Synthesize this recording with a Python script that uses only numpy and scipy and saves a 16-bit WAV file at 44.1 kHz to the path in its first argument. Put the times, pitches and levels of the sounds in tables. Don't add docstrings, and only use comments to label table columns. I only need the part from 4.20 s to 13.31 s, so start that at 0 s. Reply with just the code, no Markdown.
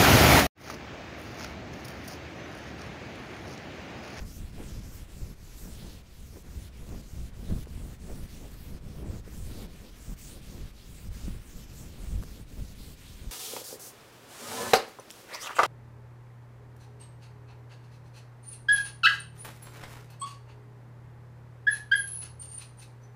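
import sys
import numpy as np
from scipy import signal
from scipy.fft import rfft, irfft
from scipy.io import wavfile
from scipy.ndimage import uniform_filter1d

SR = 44100
rng = np.random.default_rng(int(sys.argv[2]) if len(sys.argv) > 2 else 0)


def materialize(psi):
    bounded = np.clip(np.atleast_2d(psi).T, -1, 1)
    quanta = np.round(bounded * 32767).astype(np.int16)
    wavfile.write(sys.argv[1], SR, quanta)


N = 401751
TIME = np.arange(N) / SR


def gain_of(db):
    return 10 ** (np.asarray(db) / 20)


def evened(x):
    return x / np.sqrt(np.mean(x ** 2) + 1e-20)


def read(points, hz):
    f, value = np.transpose(points)
    return np.interp(np.log(hz + 1), np.log(f + 1), value)


def colour(x, points):
    gain = gain_of(read(points, np.fft.rfftfreq(N, 1 / SR)))
    return irfft(rfft(x) * gain, N)


def wander(hz):
    lowpass = np.exp(-(np.fft.rfftfreq(N, 1 / SR) / hz) ** 2)
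    return evened(irfft(rfft(rng.standard_normal(N)) * lowpass, N))


def slips(per_s, spread_db):
    size = gain_of(spread_db * np.minimum(rng.exponential(1, N), 4))
    happens = rng.random(N) < per_s / SR
    return evened(size * rng.standard_normal(N) * happens)


def swells(rows):
    return sum(gain_of(db) * np.exp(-((TIME - s) / half) ** 2) for s, db, half in rows)


def add(mix, s, sound):
    part = mix[max(round(s * SR), 0):][:len(sound)]
    part += sound[:len(part)]


def room_air():
    # frequency in Hz, gain in dB.
    air_spectrum = [(20, -27), (100, -35.5), (300, -44), (800, -54.5), (1400, -58), (5000, -65.5),
                    (15000, -72.5)]
    return colour(rng.standard_normal(N), air_spectrum)


def ticks():
    # start in seconds, peak in dB, band centre in Hz, t60 in seconds.
    tick_rows = [(2.69, -44.5, 4000, 0.035), (3.458, -42.5, 1700, 0.0076), (8.0266, -40, 1300, .007),
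                 (8.0355, -36, 1700, 0.0058)]
    out, t = np.zeros(N), TIME[:SR // 10]
    for s, db, hz, t60 in tick_rows:
        burst = rng.standard_normal(len(t)) * np.exp(-np.log(1000) * t / t60)
        band_hz = [hz / 2, min(hz * 2, SR / 2 - 1)]
        snap = signal.sosfilt(signal.butter(1, band_hz, "band", fs=SR, output="sos"), burst)
        add(out, s, gain_of(db) * snap / abs(snap).max())
    return out


def knocks():
    # start in seconds, initial envelope level in dB, pitch in Hz, t60 in seconds.
    knock_rows = [(.401, -29, 290, 0.029), (3.323, -23.5, 179, 0.04), (3.471, -32, 400, 0.011),
                  (5.077, -34, 418, 0.019), (7.04, -22.5, 74.5, 0.041), (7.081, -20.5, 186, 0.028),
                  (7.924, -23, 50, 0.32), (8.035, -38, 450, .015)]
    out, t = np.zeros(N), TIME[:SR // 2]
    for s, db, hz, t60 in knock_rows:
        decay = np.exp(-np.log(1000) * t / t60)
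        add(out, s, gain_of(db) * decay * np.sin(2 * np.pi * hz * t))
    return out


def scuffs():
    # peak time in seconds, rms level in dB, half-length in seconds.
    scuff_rows = [(0.406, -41.5, 0.034), (1.67, -51.5, 0.049), (2.167, -48, 0.034), (2.737, -48, 0.049),
                  (3.316, -41.5, 0.021), (3.912, -42.5, 0.035), (4.243, -47.5, 0.041), (4.55, -54, 0.05),
                  (4.88, -45.5, 0.085), (5.41, -47.5, 0.09), (5.65, -52, 0.05), (6.17, -53.5, 0.047),
                  (6.36, -50.5, 0.06), (7.81, -52.5, 0.031), (8.385, -51, 0.017), (7.65, -51.5, 0.031)]
    # frequency in Hz, relative gain in dB.
    scuff_spectrum = [(120, 8), (350, 9), (700, -2), (1200, -12), (2500, -19), (5000, -58)]
    return swells(scuff_rows) * evened(colour(slips(per_s=4000, spread_db=1.5), scuff_spectrum))


def stroke_state(t):
    # start in seconds, dip of the speed at
    # the start in dB (negative lifts it), fastest point as a fraction of the stroke, hiss level in dB,
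    # brightness in dB per octave, arm effort in dB.
    strokes = [(-0.15, 3.0, 0.6, 1, -1.8, 4), (0.047, 1.5, 0.23, 1.0, -0.2, -2.5),
               (0.321, -1.5, 0.64, 1.1, -1.2, 3.0), (0.61, 1, 0.4, 1.2, -0.9, -1.5),
               (0.869, 2, 0.53, -1, -0.1, -3), (1.148, 0.1, 0.9, 1.5, 0.5, -4.0),
               (1.541, -3, 0.26, 0.3, 0.1, -2.5), (1.824, 0, 0.86, -2.5, 1.1, -14),
               (2.229, 0, 0.75, -0.4, 0, -2.5), (2.504, 12, 0.8, -1.9, 0, 0.0),
               (2.817, -2, 0.58, -1.7, 0.3, -7.5), (3.113, 10, 0.9, 1.1, 0.3, 2.5),
               (3.455, 11, 0.5, -0.8, -0.3, -2), (3.778, 7, 0.7, 1, -0.1, -1.5),
               (4.074, 2.4, 0.26, 0, 0.2, -4), (4.325, -9.5, 0.65, -2.5, -2.2, -3.0),
               (4.601, 13, 0.68, -3.5, 0, 0.5), (4.837, -2, 0.72, -2, -1.1, 3),
               (5.02, 14, 0.75, 1.5, 0.5, 1.0), (5.469, 2, 0.58, -2.5, -1.5, -6.5),
               (5.705, -4.5, 0.83, 1.0, 0.5, -7.0), (5.959, 12.5, 0.15, 4.4, 1.2, -4.5),
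               (6.214, 0, 0.37, -0.5, -0.4, -3.5), (6.518, -1, 0.81, -0.5, 0.5, -7.5),
               (6.9, 8, 0.39, 2.2, -0.3, -4.5), (7.191, -4, 0.7, 0, 0.5, -6.5),
               (7.464, 2.5, 0.54, 0.4, 0.5, -3.0), (7.711, -4, 0.57, 0.5, -0.3, -4),
               (8.013, -2, 0.34, -0.5, 0.4, -3.5), (8.256, 7.5, 0.63, -0.8, 0.5, -4.0),
               (8.543, -1, 0.73, 1.3, 0.6, -3.0), (8.758, 7, 0.2, -0.1, -0.7, -8.5)]
    last_turn_s = 9.22
    arch = 0.52
    stop_s, restart_s = 0.014, 0.022
    start, halt_db, fastest, level_db, bright, effort_db = np.transpose(strokes)
    k = np.clip(np.searchsorted(start, t) - 1, 0, len(start) - 1)
    length_s = np.diff(np.append(start, last_turn_s))
    u = np.clip((t - start[k]) / length_s[k], 1e-4, 1 - 1e-4)
    top = np.clip(fastest[k], 0.05, 0.95)
    speed = ((u / top) ** top * ((1 - u) / (1 - top)) ** (1 - top)) ** arch
    halts_db = sum(db * np.exp(-((t - s) / np.where(t < s, stop_s, restart_s)) ** 2)
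                   for s, db in zip(start, halt_db))
    return level_db[k], 20 * np.log10(speed) - halts_db, bright[k], effort_db[k]


def clothing(rumble_db=-42.0, rustle_db=-48.0, sway_follow=0.35, drag_follow=0.96, sway_effort=0.87,
             tug_rustle_db=-16.0, lumpy_db=2.2, jostle_db=1.0):
    # peak time in seconds, rms level in dB, half-length in seconds.
    tug_rows = [(.04, -37.5, 0.044), (.23, -37.5, 0.041), (.58, -38.5, 0.076), (1.03, -37.5, 0.039),
                (2.05, -44, 0.12), (2.39, -35.5, .04), (3.0, -37, 0.1), (3.34, -30, 0.053),
                (3.57, -39, 0.13), (3.97, -38, 0.11), (4.53, -39.5, 0.062), (4.92, -38, 0.076),
                (5.23, -37, 0.074), (5.91, -34.5, 0.031), (6.43, -38.5, 0.04), (6.91, -34, 0.058),
                (7.11, -33.5, 0.072), (7.37, -37, 0.023), (7.94, -33.5, 0.11), (8.41, -34, 0.036),
                (9.07, -35.5, 0.041)]
    # frequency in Hz, relative gain in dB.
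    rumble_spectrum = [(8, -4), (20, -7.5), (35, 0), (60, -2.5), (100, -8), (150, -14), (260, -27.5),
                       (600, -87)]
    # frequency in Hz, relative gain in dB.
    rustle_spectrum = [(50, -55), (120, -0.5), (200, 1.5), (300, -6), (500, -12), (800, -22), (1500, -27.5),
                       (4000, -47)]
    t = TIME[::256]
    _, speed_db, _, effort_db = stroke_state(t)
    speed_db = np.interp(TIME, t, uniform_filter1d(speed_db, size=7))
    effort_db = np.interp(TIME, t, uniform_filter1d(effort_db, size=7))
    tugs = swells(tug_rows)
    arm_sway = gain_of(rumble_db + sway_effort * effort_db + sway_follow * speed_db)
    arm_drag = gain_of(rustle_db + effort_db + drag_follow * speed_db)
    sway_level = np.hypot(arm_sway, tugs)
    drag_level = np.hypot(arm_drag, gain_of(tug_rustle_db) * tugs)
    sway = colour(rng.standard_normal(N), rumble_spectrum)
    sway = sway / np.sqrt(uniform_filter1d(sway ** 2, size=5000))
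    jerks = wander(hz=12.8)
    sway = evened(sway * gain_of(jostle_db * jerks))
    drag = colour(slips(per_s=2500, spread_db=2.0), rustle_spectrum)
    drag = evened(drag * gain_of(lumpy_db * jerks))
    return sway * sway_level + drag * drag_level


def swishes(hz, t, width=0.59):
    # peak time in seconds, boost in dB, half-length in seconds, centre in Hz.
    swish_rows = [(0.173, 4, 0.042, 13960.0), (0.76, 7.2, 0.03, 14410.0), (1.418, 5.5, 0.063, 10500),
                  (1.69, 4.5, 0.2, 3730.0), (3.41, 1, 0.032, 4200.0), (4.415, 11, 0.11, 15140.0),
                  (5.166, 5, 0.063, 10420.0), (5.38, 4, 0.083, 3800), (6.073, 1.5, 0.04, 7670.0),
                  (7.603, 3.5, 0.05, 8290.0), (8.612, 5.5, 0.046, 4480.0)]
    boost_db = 0
    for s, db, half, centre in swish_rows:
        octaves = np.log2((hz[:, None] + 1) / centre)
        boost_db = boost_db + db * np.exp(-((t - s) / half) ** 2 - (octaves / width) ** 2)
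    return boost_db


def phasing(hz, t, rise=0.37, reach=1.6):
    # middle in seconds, half-length in seconds, lowest comb spacing in Hz, echo strength 0-1.
    passes = [(0.041, 0.16, 6250.0, 0.3), (0.613, 0.16, 6150, 0.28), (1.226, 0.25, 5900, 0.31),
              (2.212, 0.179, 6000, 0.2), (2.837, 0.193, 6600, 0.19), (3.347, 0.138, 6220.0, 0.02),
              (3.779, 0.23, 7800, 0.24), (5.038, 0.19, 6820.0, 0.27), (5.96, 0.15, 7100, 0.35),
              (6.943, 0.2, 7540.0, 0.21), (7.45, 0.16, 6170.0, 0.28), (7.885, 0.083, 8000, 0.3)]
    s, half, lowest_hz, strength = np.transpose(passes)
    away = abs(t[:, None] - s) / half
    k, u = away.argmin(1), np.minimum(away.min(1), 2)
    delay = 1 / (lowest_hz[k] * 2 ** (rise * u ** 3))
    echo = strength[k] * np.exp(-(u / reach) ** 6)
    return 20 * np.log10(abs(1 + echo * np.exp(-2j * np.pi * hz[:, None] * delay)))


def duster(speed_tilt=0.37, patchy_db=1.73, chatter_db=0.4):
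    # frequency in Hz, gain in dB.
    hiss_spectrum = [(300, -62.5), (1400, -55), (2500, -51.5), (4000, -51.5), (6000, -53), (8000, -54),
                     (11000, -57), (15700, -57.9)]
    fibres = slips(per_s=30000, spread_db=1.5) * gain_of(chatter_db * wander(hz=70))
    hz, t, z = signal.stft(fibres, SR, nperseg=512, noverlap=384)
    level_db, speed_db, bright, _ = stroke_state(t)
    octaves = np.log2(np.maximum(hz, 1000) / 6000)[:, None]
    patches = rng.standard_normal(z.shape)
    for _ in range(2):
        patches = uniform_filter1d(patches, size=14, axis=0)
        patches = uniform_filter1d(patches, size=16, axis=1)
    motion_db = level_db + speed_db * (1 + speed_tilt * octaves) + bright * octaves
    field_db = read(hiss_spectrum, hz)[:, None] + motion_db
    z = z * gain_of(field_db + swishes(hz, t) + phasing(hz, t) + patchy_db * evened(patches))
    return signal.istft(z, SR, nperseg=512, noverlap=384)[1][:N]


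def scene():
    return (room_air() + ticks() + knocks() + scuffs() + clothing() + duster())[None]


def record(dry):
    edge_hz = 15740
    lowpass = signal.firwin(1023, edge_hz, window=("kaiser", 9), fs=SR)
    return signal.oaconvolve(dry, lowpass[None], "same")


dry = scene()
out = record(dry)
materialize(out)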